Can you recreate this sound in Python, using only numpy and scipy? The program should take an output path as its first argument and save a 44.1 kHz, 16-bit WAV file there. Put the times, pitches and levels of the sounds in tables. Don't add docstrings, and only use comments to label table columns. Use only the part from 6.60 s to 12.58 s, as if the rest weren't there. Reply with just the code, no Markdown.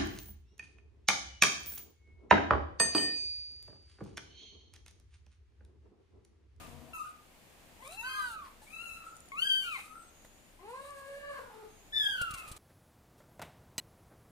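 import sys
import numpy as np
from scipy import signal
from scipy.fft import rfft, irfft, next_fast_len
from scipy.io import wavfile
from scipy.ndimage import uniform_filter1d, map_coordinates

SR = 44100
rng = np.random.default_rng(int(sys.argv[2]) if len(sys.argv) > 2 else 0)


def boost_factor(decibels):
    exponent = np.asarray(decibels, float) / 20
    return 10 ** exponent


def generate_wav(signal):
    frames = np.transpose(np.atleast_2d(signal))
    scaled = np.clip(frames, -1, 1) * 32767
    pcm = np.round(scaled).astype(np.int16)
    wavfile.write(sys.argv[1], SR, pcm)


N = 263700
T = np.arange(N) / SR

# t/s, level over rest/dB
HAND_STIRS = [(0, 12.5), (.15, 4.5), (.32, 2), (.5, 0.5), (1.2, 1.3), (1.9, 2), (2.8, 1.4), (3.35, 0.5),
              (4.02, -1.5), (4.5, 2), (5.05, -0.5), (5.3, 1.7), (5.75, 6), (5.98, 5.5)]


def unit(x):
    return x / np.sqrt(np.mean(x ** 2) + 1e-20)


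def along(points, hz):
    f, v = np.transpose(points)
    return np.interp(np.log(hz + 1), np.log(f + 1), v)


def wobble(rate, size=N):
    knots = rng.standard_normal(int(size * rate / SR) + 4)
    return map_coordinates(knots, [np.arange(size) * rate / SR])


def filtered(x, response):
    m = next_fast_len(N + 8192)
    return irfft(rfft(x, m) * response(np.fft.rfftfreq(m, 1 / SR)), m)[..., :N]


def coloured(curve, shape=N):
    return unit(filtered(rng.standard_normal(shape), lambda hz: boost_factor(along(curve, hz))))


def span(rows, fade=0.0011):
    s, *cols = np.transpose(rows)
    t = T[(T >= s[0]) & (T < s[-1])]
    edge = np.clip(np.minimum(t - t[0], t[-1] - t) / fade, 0, 1)
    return round(t[0] * SR), [np.interp(t, s, c) for c in cols], edge


def glide(start, length, from_hz, to_hz, db, *steady):
    rise_db, fall_db, peak_at = 4, 6, 0.4
    return [(start, from_hz, db - rise_db, *steady),
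            (start + peak_at * length, from_hz + peak_at * (to_hz - from_hz), db, *steady),
            (start + length, to_hz, db - fall_db, *steady)]


def echoes(x):
    # f/Hz, level/dB
    soak = [(300, 4.5), (600, 5.5), (1300, 7), (3000, 2), (8000, 16), (15000, 14)]
    # f/Hz, t60/s
    room = [(300, 0.31), (1300, 0.42), (3000, 0.45), (8000, 0.27), (15000, 0.24)]
    hz, t, z = signal.stft(rng.standard_normal((2, SR // 2)), SR, nperseg=256)
    decay_db = along(soak, hz)[:, None] - 60 * t / along(room, hz)[:, None]
    tail = signal.istft(z * boost_factor(decay_db), SR, nperseg=256)[1]
    late = np.pad(x, (130, 0))[None]
    return signal.fftconvolve(late, tail / np.sqrt(SR / 40), axes=1)


def cat(calls, places, jitter, shimmer_db, lift_db, breath_db, muffle, mouth, first_pan_db, blur, level_bends):
    # t/s, width/s, pitch scatter/share
    cracks = [
        (1.87, 0.03, 0.089),
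        (2.458, 0.083, 0.029),
        (3.195, 0.014, 0.086),
        (4.821, 0.098, 0.0504),
        (4.93, 0.047, 0.038),
        (5.09, 0.12, 0.062),
        (5.73, 0.028, 0.018),
    ]
    # f/Hz, level/dB per Hz
    breath_colour = [(350, -70), (700, -16), (1500, -6), (4200, 2.5), (5500, -14), (7000, -3.5),
                     (9000, -27), (11000, -23.5), (14500, -7.5)]
    # f/Hz, level/dB per Hz
    rasp_colour = [(300, -60), (500, -27), (1200, 15), (2200, 5), (4500, -1), (6500, -10)]
    breath_top_db, softening = -29, 0.5
    third_fades = 0.26
    out = np.zeros((2, N + SR))
    hiss, rasp = coloured(breath_colour), coloured(rasp_colour)
    k = np.arange(1, 19)[:, None]
    for rows, (lag, pan_db, room_db, upper_db, third_db) in zip(calls, places):
        start, (pitch, loud_db, opening_db), edge = span(rows)
        size = len(pitch)
        here = slice(start, start + size)
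        t = T[here]

        rough = sum(depth * np.exp(-((t - s) / width) ** 2) for s, width, depth in cracks)
        pitch = uniform_filter1d(pitch, size=700, mode="nearest")
        drift = wobble(22.09, size) + 0.92 * wobble(69.57, size)
        pitch = pitch * (1 + jitter * drift + rough * wobble(260, size))
        phase = 2 * np.pi * np.cumsum(pitch) / SR

        low_db = loud_db + np.minimum([-opening_db, opening_db], 0)
        strongest_db = np.max(low_db, 0)
        effort_db = uniform_filter1d(strongest_db, size=1500, mode="nearest")
        effort_db += softening * (effort_db - effort_db.max())
        effort_db += muffle * np.minimum(opening_db, 0)
        first_two = np.add(low_db, np.c_[lift_db])
        third = effort_db + third_db - third_fades * np.maximum(opening_db, 0)
        upper = effort_db + upper_db + along(mouth, k[3:] * pitch)
        level = np.vstack([first_two, third, upper])
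        for s, width, which, db in level_bends:
            if abs(s - t).min() < 3 * width:
                level[np.minimum(k[:, 0], 4) == round(which)] += db * np.exp(-((t - s) / width) ** 2)
        shimmer = np.array([wobble(94.57, size) for _ in k])
        level -= shimmer_db * shimmer ** 2 - 0.18
        gain = np.sqrt(2) * boost_factor(level) * (k * pitch < SR / 2.7) * edge

        haze = np.clip(k / 6, 0, 1.5) * np.array([wobble(180, size) for _ in k])
        ports = []
        for side in (-1, 1):
            port_gain = gain * boost_factor(-side * (k == 1) * first_pan_db / 2)
            port_phase = phase + side * np.pi * pitch * lag / SR
            ports.append(np.sum(port_gain * np.sin(k * port_phase + k * k + blur * haze), 0))

        air = hiss[here] * (1 + np.cos(phase))
        breath = boost_factor(min(breath_db, breath_top_db)) * air * np.max(boost_factor(level[:3]), 0) * edge
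        crack_gain = 7.0 * rough * boost_factor(uniform_filter1d(strongest_db, size=1500))
        breath += crack_gain * rasp[here] * edge
        tail = boost_factor(room_db) * echoes(ports[0] + breath)
        out[:, here] += (np.array(ports) + breath) * boost_factor([[pan_db / 2], [-pan_db / 2]])
        out[:, start:start + tail.shape[1]] += tail
    return out[:, :N]


def near_kitten():
    # t/s, pitch f/Hz, effort level/dB, mouth opening as 2nd harmonic over 1st/dB
    calls = [
        [(0.333, 1340, -47.5, -4.5), (0.375, 1268, -49.5, -16), (0.405, 1201, -40, -38),
         (0.435, 1222, -56, -20), (0.465, 1259, -48.5, -28), (0.485, 1178, -70, -16), (0.54, 1219, -64.5, -18),
         (0.62, 1215, -81, -22)],
        [(1.43, 1457, -53, -30), (1.45, 1531, -40, -15.5), (1.575, 1627, -42.5, -10.5), (1.642, 1533, -37, -35),
         (1.69, 1443, -44.5, -19), (1.786, 1245, -46, -24), (1.852, 1077, -52, -29), (1.89, 1040, -61, -14)],
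        [(2.718, 1087, -49.5, 1), (2.744, 1100, -51.5, -23), (2.815, 1509, -35.5, 15), (2.86, 1612, -39, 1),
         (2.91, 1567, -35.5, 6), (2.995, 1555, -39, -4), (3.075, 1404, -44.5, -8), (3.135, 1230, -45, -2.5),
         (3.178, 976, -46, 4.5)],
        [(5.323, 1720, -45.5, -12), (5.346, 1793, -39.5, -0.5), (5.376, 1752, -37, 3.5), (5.44, 1668, -38, 1.5),
         (5.495, 1627, -38, -9.5), (5.62, 1440, -35, -24), (5.69, 1312, -42, -30), (5.77, 1054, -57.5, -14),
         (5.83, 1034, -65, -10)],
    ]
    # left lag/samples, left-right/dB, room/dB, upper harmonics/dB, 3rd harmonic/dB
    places = [(7.2, 8, -3, -7, -18), (7.3, 3.5, -9.5, -11, -8), (8.1, 6.5, -11.5, -12.5, -10),
              (8.6, 4, -9, -14, -14.5)]
    # f/Hz, level/dB
    mouth = [(3500, 23), (5200, -18), (6500, -8.5), (8000, -14), (9500, -9.5), (12500, -13), (14200, -16)]
    # t/s, width/s, harmonic (4 = all higher), level/dB
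    level_bends = [(.391, 0.0053, 1, -11), (2.811, 0.0069, 2, -24), (2.83, .01, 2, 6), (2.854, 0.0095, 2, -9),
                   (2.876, 0.0067, 2, 3.5), (2.909, 0.0026, 2, -3), (2.93, 0.0043, 2, -9), (2.945, .01, 2, 3.5),
                   (2.985, 0.0053, 2, 0), (3.026, 0.02, 1, -22), (3.08, 0.0071, 1, 6.5), (3.15, 0.017, 2, 0),
                   (5.368, 0.0089, 2, 2), (5.47, 0.0083, 2, 11), (5.55, 0.017, 1, -2), (5.644, 0.0088, 1, 2.5),
                   (5.657, .005, 1, -6), (5.68, .07, 3, -16), (5.75, .05, 2, 10), (2.745, 0.012, 1, 6.5),
                   (2.795, 0.016, 1, -5), (2.9, .006, 2, 4.5), (2.919, 0.0056, 2, 7.5), (3.003, 0.0072, 2, 4),
                   (5.62, 0.0089, 1, 1), (3.04, .045, 4, 5.5), (2.82, 0.033, 4, 2), (.435, .008, 1, -5),
                   (.49, 0.013, 1, -9), (5.44, .06, 4, 0), (1.66, 0.041, 2, 6)]
    return cat(calls, places, jitter=0.00443, shimmer_db=2.5, lift_db=[1.5, 7], breath_db=-28, muffle=0.4,
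               mouth=mouth, first_pan_db=-6.0, blur=0.64, level_bends=level_bends)


def far_kitten():
    # t/s, pitch f/Hz, effort level/dB, mouth opening as 2nd harmonic over 1st/dB
    calls = [
        [(1.19, 811, -62, -13), (1.26, 1192, -57.5, 3.5), (1.32, 1334, -56.5, 7), (1.365, 1348, -59.5, 11),
         (1.395, 1339, -47.5, 15), (1.46, 1302, -54.5, 6), (1.606, 1198, -39.5, -25.5), (1.636, 1253, -53, -17),
         (1.66, 1260, -88, -9)],
        [(2.065, 1112, -69, 15), (2.12, 1286, -52.5, 13.5), (2.22, 1384, -53.5, 5), (2.31, 1334, -54, 13.5),
         (2.39, 1324, -58.5, -4), (2.425, 1262, -55, -17), (2.454, 1296, -54, -27), (2.532, 1420, -67, -43),
         (2.62, 1277, -102, -39)],
        [(3.025, 1104, -54.5, 9), (3.065, 1218, -53, 16), (3.1, 1306, -56, 16), (3.13, 1280, -58, 12),
         (3.2, 1247, -52, 2), (3.235, 1263, -67, 2)],
        [(3.235, 1231, -61, -4), (3.285, 1247, -54.5, -19), (3.331, 1297, -52.5, -26),
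         (3.359, 1366, -49.5, -53), (3.45, 1362, -60, -40)],
        [(5.57, 1377, -54, -2), (5.61, 1390, -47.5, -2.5), (5.67, 1390, -56.5, 9), (5.71, 1400, -56, -3),
         (5.79, 1315, -55, -1.5), (5.866, 1236, -53.5, -12), (5.97, 1154, -73, -5)],
    ]
    # left lag/samples, left-right/dB, room/dB, upper harmonics/dB, 3rd harmonic/dB
    places = [(10.2, 6.7, -9.5, -18, 4.5), (4.6, 10.8, -3.5, -25.5, -9.5), (7, 1.9, -12, -22.5, 0),
              (4.3, 2.9, -12, -12, -27), (9.7, 3.6, -6, -46, -14)]
    # t/s, length/s, from f/Hz, to f/Hz, peak level/dB
    peep_rows = [
        (0, .07, 1230, 1190, -58),
        (.435, .055, 1370, 1485, -55),
        (2.0, .04, 873, 859, -60),
        (.337, .07, 1010, 980, -62),
        (3.99, .045, 990, 1110, -61),
        (5.475, .05, 800, 910, -61),
        (3.176, .024, 880, 740, -55),
    ]
    peep_place = (5, 6, -8, -32, -15)
    # f/Hz, level/dB
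    mouth = [(3500, -3), (5300, 5), (6800, 10.5), (8000, 2.5), (9500, 10.5), (12000, 7), (14500, -2)]
    # t/s, width/s, harmonic (4 = all higher), level/dB
    level_bends = [(1.345, .04, 3, 8), (1.335, 0.015, 2, 2), (1.25, .025, 2, -1), (1.23, .04, 1, 1),
                   (1.51, 0.14, 3, -20), (1.54, 0.048, 1, -4.5), (2.237, .005, 2, 7), (2.215, .008, 2, 3.5),
                   (2.229, 0.0026, 2, -10), (2.249, 0.0036, 2, -6), (2.265, 0.012, 2, 4.5),
                   (2.14, 0.023, 2, -3), (2.17, 0.059, 4, -6), (2.41, 0.017, 1, -6), (1.61, 0.016, 1, 4),
                   (2.3, 0.017, 1, 6.5), (2, 0.014, 1, -17), (2.485, .012, 1, 5.5)]
    peeps = [glide(*row, -16) for row in peep_rows]
    return cat(calls + peeps, places + [peep_place] * len(peeps), jitter=0.00586, shimmer_db=8.0,
               lift_db=[1.5, 6], breath_db=-26, muffle=0.66, mouth=mouth, first_pan_db=4.5, blur=0.92,
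               level_bends=level_bends)


def young_cat():
    # t/s, pitch f/Hz, effort level/dB, mouth opening as 2nd harmonic over 1st/dB
    calls = [
        [(1.222, 514, -53.5, 2.5), (1.27, 535, -52.5, 5), (1.308, 666, -52.5, -13), (1.385, 869, -55, -13),
         (1.428, 937, -46.5, -14), (1.48, 1048, -46, -12), (1.572, 1046, -49.5, -1), (1.668, 973, -50, -5.5),
         (1.76, 853, -60, -14)],
    ]
    # left lag/samples, left-right/dB, room/dB, upper harmonics/dB, 3rd harmonic/dB
    places = [(0, 0, -24, -6.5, -10)]
    # f/Hz, level/dB
    mouth = [(2900, -6), (3500, 1), (4200, 3), (5200, -19), (6200, -24), (9000, -14), (11000, -18),
             (14500, -24)]
    # t/s, width/s, harmonic (4 = all higher), level/dB
    level_bends = [(1.3, 0.16, 4, -16), (1.34, 0.14, 3, -12), (1.58, 0.11, 2, -3)]
    return cat(calls, places, jitter=0.0033, shimmer_db=2.5, lift_db=[-1.5, -2], breath_db=-40, muffle=0.15,
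               mouth=mouth, first_pan_db=0.0, blur=0.55, level_bends=level_bends)


def older_cat():
    # t/s, pitch f/Hz, effort level/dB, mouth opening as 2nd harmonic over 1st/dB
    calls = [
        [(4.0, 345, -62, 2), (4.05, 407.7, -54, -0.5), (4.12, 492, -52.5, -1.5), (4.2, 549.7, -52, 5),
         (4.3, 570.5, -53.5, 1), (4.42, 547.2, -53, 0.5), (4.6, 564.4, -50, -17.5), (4.7, 577, -47, -4),
         (4.794, 531.8, -50.5, -3)],
        [(4.79, 540, -50.5, -3), (4.86, 494.5, -60, 0), (4.93, 438.3, -59.5, 2.5), (4.975, 446, -56, -2),
         (5.045, 422.7, -59, -3.5), (5.12, 401, -67, -10)],
    ]
    # left lag/samples, left-right/dB, room/dB, upper harmonics/dB, 3rd harmonic/dB
    places = [(-6.5, 1, -8.5, -23, -2.5), (-7.5, 0.69, -7.5, -28, -4.5)]
    # f/Hz, level/dB
    mouth = [(2200, 8.5), (2900, 8.5), (3500, -15), (4200, 5.5), (5500, -22), (7000, -15), (9000, -13),
             (11000, -27), (14500, -19)]
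    # t/s, width/s, harmonic (4 = all higher), level/dB
    level_bends = [(4.012, 0.025, 2, -11), (4.005, 0.036, 1, -3.5), (4.058, .025, 3, -10), (4.1, 0.015, 2, 5),
                   (4.12, 0.011, 2, -6), (4.125, 0.03, 3, -10.5), (4.15, 0.024, 2, 7), (4.229, 0.011, 2, -13),
                   (4.229, 0.015, 3, -9), (4.4, 0.055, 2, -2.5), (4.41, 0.049, 1, -6.5), (4.488, 0.037, 1, 2.5),
                   (4.575, 0.049, 3, 4), (4.6, .015, 2, -5), (4.645, 0.0099, 2, 9), (4.672, 0.0089, 2, -21),
                   (4.76, 0.015, 1, -29), (4.2, 0.22, 4, 1.5), (4.5, 0.093, 4, 0.5), (4.9, 0.038, 1, -6),
                   (5.005, 0.01, 1, -7), (5.045, 0.014, 1, 7.5), (5.115, 0.027, 1, -14), (4.968, .015, 2, -12)]
    return cat(calls, places, jitter=0.0062, shimmer_db=0.0, lift_db=[0.1, 0.6], breath_db=-27, muffle=0.13,
               mouth=mouth, first_pan_db=5.0, blur=1.07, level_bends=level_bends)


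def bedding():
    # t/s, length/s, level/dB, change by its end/dB
    rustles = [
        (0, 0.16, -77, 0),
        (0.382, 0.15, -78.5, 7),
        (1.209, 0.18, -69, 6),
        (1.589, 0.18, -64.5, -6),
        (2.977, 0.32, -66.5, -4),
        (4.074, 0.56, -73, -0.5),
        (4.68, 0.19, -72, -11),
        (5.44, 0.072, -82, -3),
        (5.7, 0.22, -76.5, 2.5),
    ]
    # t/s, peak level/dB, thump level/dB, knock level/dB, t60/s
    taps = [
        (2.0154, -59.5, -25, -15, 0.27),
        (3.648, -57, -0.5, 15.5, 0.026),
        (5.4407, -39.5, -17, -6, 0.018),
        (5.614, -28.5, -13.5, -6.5, 0.013),
        (5.707, -30.5, -18, -32, 0.01),
        (5.7374, -36, -9.5, -25.5, 0.021),
        (5.774, -44.5, -27, -10, 0.038),
        (5.876, -47.5, -7, -15, 0.042),
        (5.914, -35.5, -9.5, -31, 0.015),
        (5.963, -43, -14, -24, 0.021),
    ]
    # f/Hz, level/dB per Hz
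    cloth_colour = [(300, -34), (1500, -6), (4000, 1.5), (5500, -3.5), (7000, -0.5), (9000, 6), (12000, -6),
                    (15500, -6)]
    # f/Hz, level/dB per Hz
    knock_colour = [(200, -21), (500, 9), (1200, -6), (2100, -4.5), (3000, -15)]
    rub = np.zeros(N)
    for s, length, from_db, change_db in rustles:
        start, (db,), edge = span([(s, from_db), (s + length, from_db + change_db)], fade=0.035)
        rub[start:start + len(db)] = boost_factor(db + 9.5) * edge
    t = np.arange(SR // 8) / SR
    puff, push, knock = np.zeros((3, N + SR))
    for s, db, thump_db, knock_db, t60 in taps:
        hit = slice(round(s * SR), round(s * SR) + len(t))
        knock[hit] += boost_factor(db + knock_db - 9 - 60 * t / 0.04)
        puff[hit] += boost_factor(db - 1.0 - 60 * t / max(t60 * 3, 0.005)) * (1 - np.exp(-t / 0.0046))
        push[hit] += boost_factor(db + thump_db + 12.0) * np.sin(2 * np.pi * 110 * t) * np.exp(-t / 0.0028)
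    grain = rng.standard_normal((2, N)) * boost_factor(0.76 * wobble(150))
    both_ports = grain[0] + 0.39 * grain[1] * np.c_[[1, -1]]
    cloth = unit(filtered(both_ports, lambda hz: boost_factor(along(cloth_colour, hz))))
    clumps = boost_factor(2.2 * wobble(30))
    return cloth * (rub * clumps + puff[:N]) + push[:N] + knock[:N] * coloured(knock_colour)


def claws():
    # t/s, peak level/dB, t60/s
    snags = [(1.193, -63, .008), (1.207, -53, 0.0051), (1.277, -40.5, 0.012), (1.296, -75, .008),
             (1.31, -48, 0.013), (1.322, -41, .012), (1.332, -48, 0.0073), (1.338, -49, .008),
             (2.556, -51, 0.015), (2.5674, -41, .004), (2.57, -55, 0.047), (2.6051, -43, 0.006),
             (2.658, -53, .015), (2.682, -61, 0.014), (2.688, -47.5, 0.007), (4.1066, -57, .012),
             (4.3065, -46, .01)]
    # f/Hz, level/dB per Hz
    claw_colour = [(2500, -30), (5500, -2), (7500, -3), (9200, 11), (11000, -13), (13500, -20),
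                   (15500, -5.5)]
    t, bursts = np.arange(SR // 8) / SR, np.zeros(N + SR)
    for s, db, t60 in snags:
        bursts[round(s * SR):][:len(t)] += boost_factor(db - 60 * t / max(t60, 0.004))
    return coloured(claw_colour, (2, N)) * bursts[:N]


def handling_hum():
    # f/Hz, width/Hz, level/dB, left lead/dB
    resonances = [(79, 11, 8, 26), (140, 12, 3, 20), (236, 10.4, 9, 20), (281, 12, -9, 15),
                  (471, 18, -9.5, -1), (642, 7.9, -2, 1), (704, 10, -5, -2), (949, 7.5, -8.5, -9)]
    level_db, ends_s, fade_s = -52.5, 0.354, 0.037

    def body(f):
        return sum(boost_factor([[db], [db - left_db]]) * 1j * f * w / (c * c - f * f + 1j * f * w)
                   for c, w, db, left_db in resonances)

    fade = np.clip((ends_s - T) / fade_s, 0, 1)
    return boost_factor(level_db) * fade * unit(filtered(rng.standard_normal(N), body))


def rumble():
    # f/Hz, level/dB per Hz
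    rumble_colour = [(25, -8), (60, -7), (250, -4), (500, -12.5), (900, -32)]
    stir_db = np.interp(T, *np.transpose(HAND_STIRS))
    level_db = -66.5 + 0.59 * stir_db + 1 * wobble(1.86)
    return boost_factor(level_db) * coloured(rumble_colour) * boost_factor([[3.5], [-9]])


def whistle():
    # t/s, length/s, from f/Hz, to f/Hz, peak level/dB
    chirps = [(2.45, .32, 6850, 7000, -63), (3.42, .5, 6450, 7000, -65), (3.35, .15, 8400, 8150, -59),
              (2.45, .08, 9300, 9500, -63), (2.45, .07, 7900, 8050, -63), (3.29, .08, 9000, 9600, -64),
              (4.21, .16, 8400, 9050, -63), (4.21, .1, 3820, 4000, -63), (3.5, 1.6, 9500, 9500, -75),
              (0, .14, 2720, 2680, -64), (5.1, .14, 9300, 9600, -73), (5.08, .25, 6400, 6950, -66),
              (5.325, .05, 3900, 4100, -55)]
    out = np.zeros((2, N))
    for row in chirps:
        start, (hz, db), edge = span(glide(*row), fade=0.0038)
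        size = len(hz)
        for port in out:
            phase = 2 * np.pi * np.cumsum(hz + 130 * wobble(300, size)) / SR
            port[start:start + size] += boost_factor(db + 2 * wobble(40, size)) * edge * np.sin(phase)
    return out


def room_hiss():
    # f/Hz, level/dB per Hz
    hiss_colour = [(18, -40), (30, 8), (50, -29), (62, -0.5), (126, -17), (152, -21.5), (300, -18.5),
                   (493, -14), (533, -13), (693, -12), (1400, -19), (1560, -18), (2560, -18), (5770, -27),
                   (6920, -24), (15600, -30)]
    # f/Hz, left-right correlation/1
    likeness = [(40, 1), (300, 0.19), (700, 0.42), (1400, 0.031), (7000, 0.088), (15000, 0.23)]

    def mid_side(hz):
        turn = np.arccos(np.clip(along(likeness, hz), -1, 1)) / 2
        return boost_factor(along(hiss_colour, hz)) * [np.cos(turn), np.sin(turn)]

    mid, side = filtered(rng.standard_normal((2, N)), mid_side)
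    stir_db = np.interp(T, *np.transpose(HAND_STIRS))
    level_db = -61.5 + stir_db + 0.53 * wobble(1.73) + 0.069 * wobble(24)
    return boost_factor(level_db) * unit(np.array([mid + side, mid - side]))


def scene():
    voices = near_kitten() + far_kitten() + young_cat() + older_cat()
    touch = bedding() + claws() + handling_hum() + rumble()
    return voices + touch + whistle() + room_hiss()


def masked(x):
    # next band/dB, slope/dB per band, far bands/dB
    spreading = (-20.5, 3, -44)
    # f/Hz, level/dB
    deafness = [(1000, -8), (1950, -2), (2400, -10), (3200, 4), (4500, 1), (5500, 7), (7000, 0), (9500, -5),
                (11500, 1), (13500, 4), (14500, 10)]
    reach_db, slope_db, far_db = spreading
    z = signal.stft(x, nperseg=2048)[2]
    bands = z[:, :1024].reshape(2, 64, 16, -1)
    power = np.sum(np.abs(bands) ** 2, 2)
    band = np.arange(64)
    above = band[:, None] - band
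    spread = np.where(above > 0, boost_factor(2 * np.maximum(reach_db - slope_db * above, far_db)), 0)
    deaf = boost_factor(2 * along(deafness, (band + 0.5) * SR / 128))[:, None]
    keep = power > deaf * np.max(spread[None, :, :, None] * power[:, None], axis=2)
    z[:, :1024] = (bands * keep[:, :, None]).reshape(2, 1024, -1)
    return signal.istft(z, nperseg=2048)[1][:, :N]


def low_pass(x):
    return signal.sosfilt(signal.butter(12, 15600, fs=SR, output="sos"), x)


def record(dry):
    top_hz, steepness = 15520, 80
    limited = filtered(dry, lambda hz: 1 / (1 + (hz / top_hz) ** steepness))
    return low_pass(masked(limited))


dry = scene()
out = record(dry)
generate_wav(out)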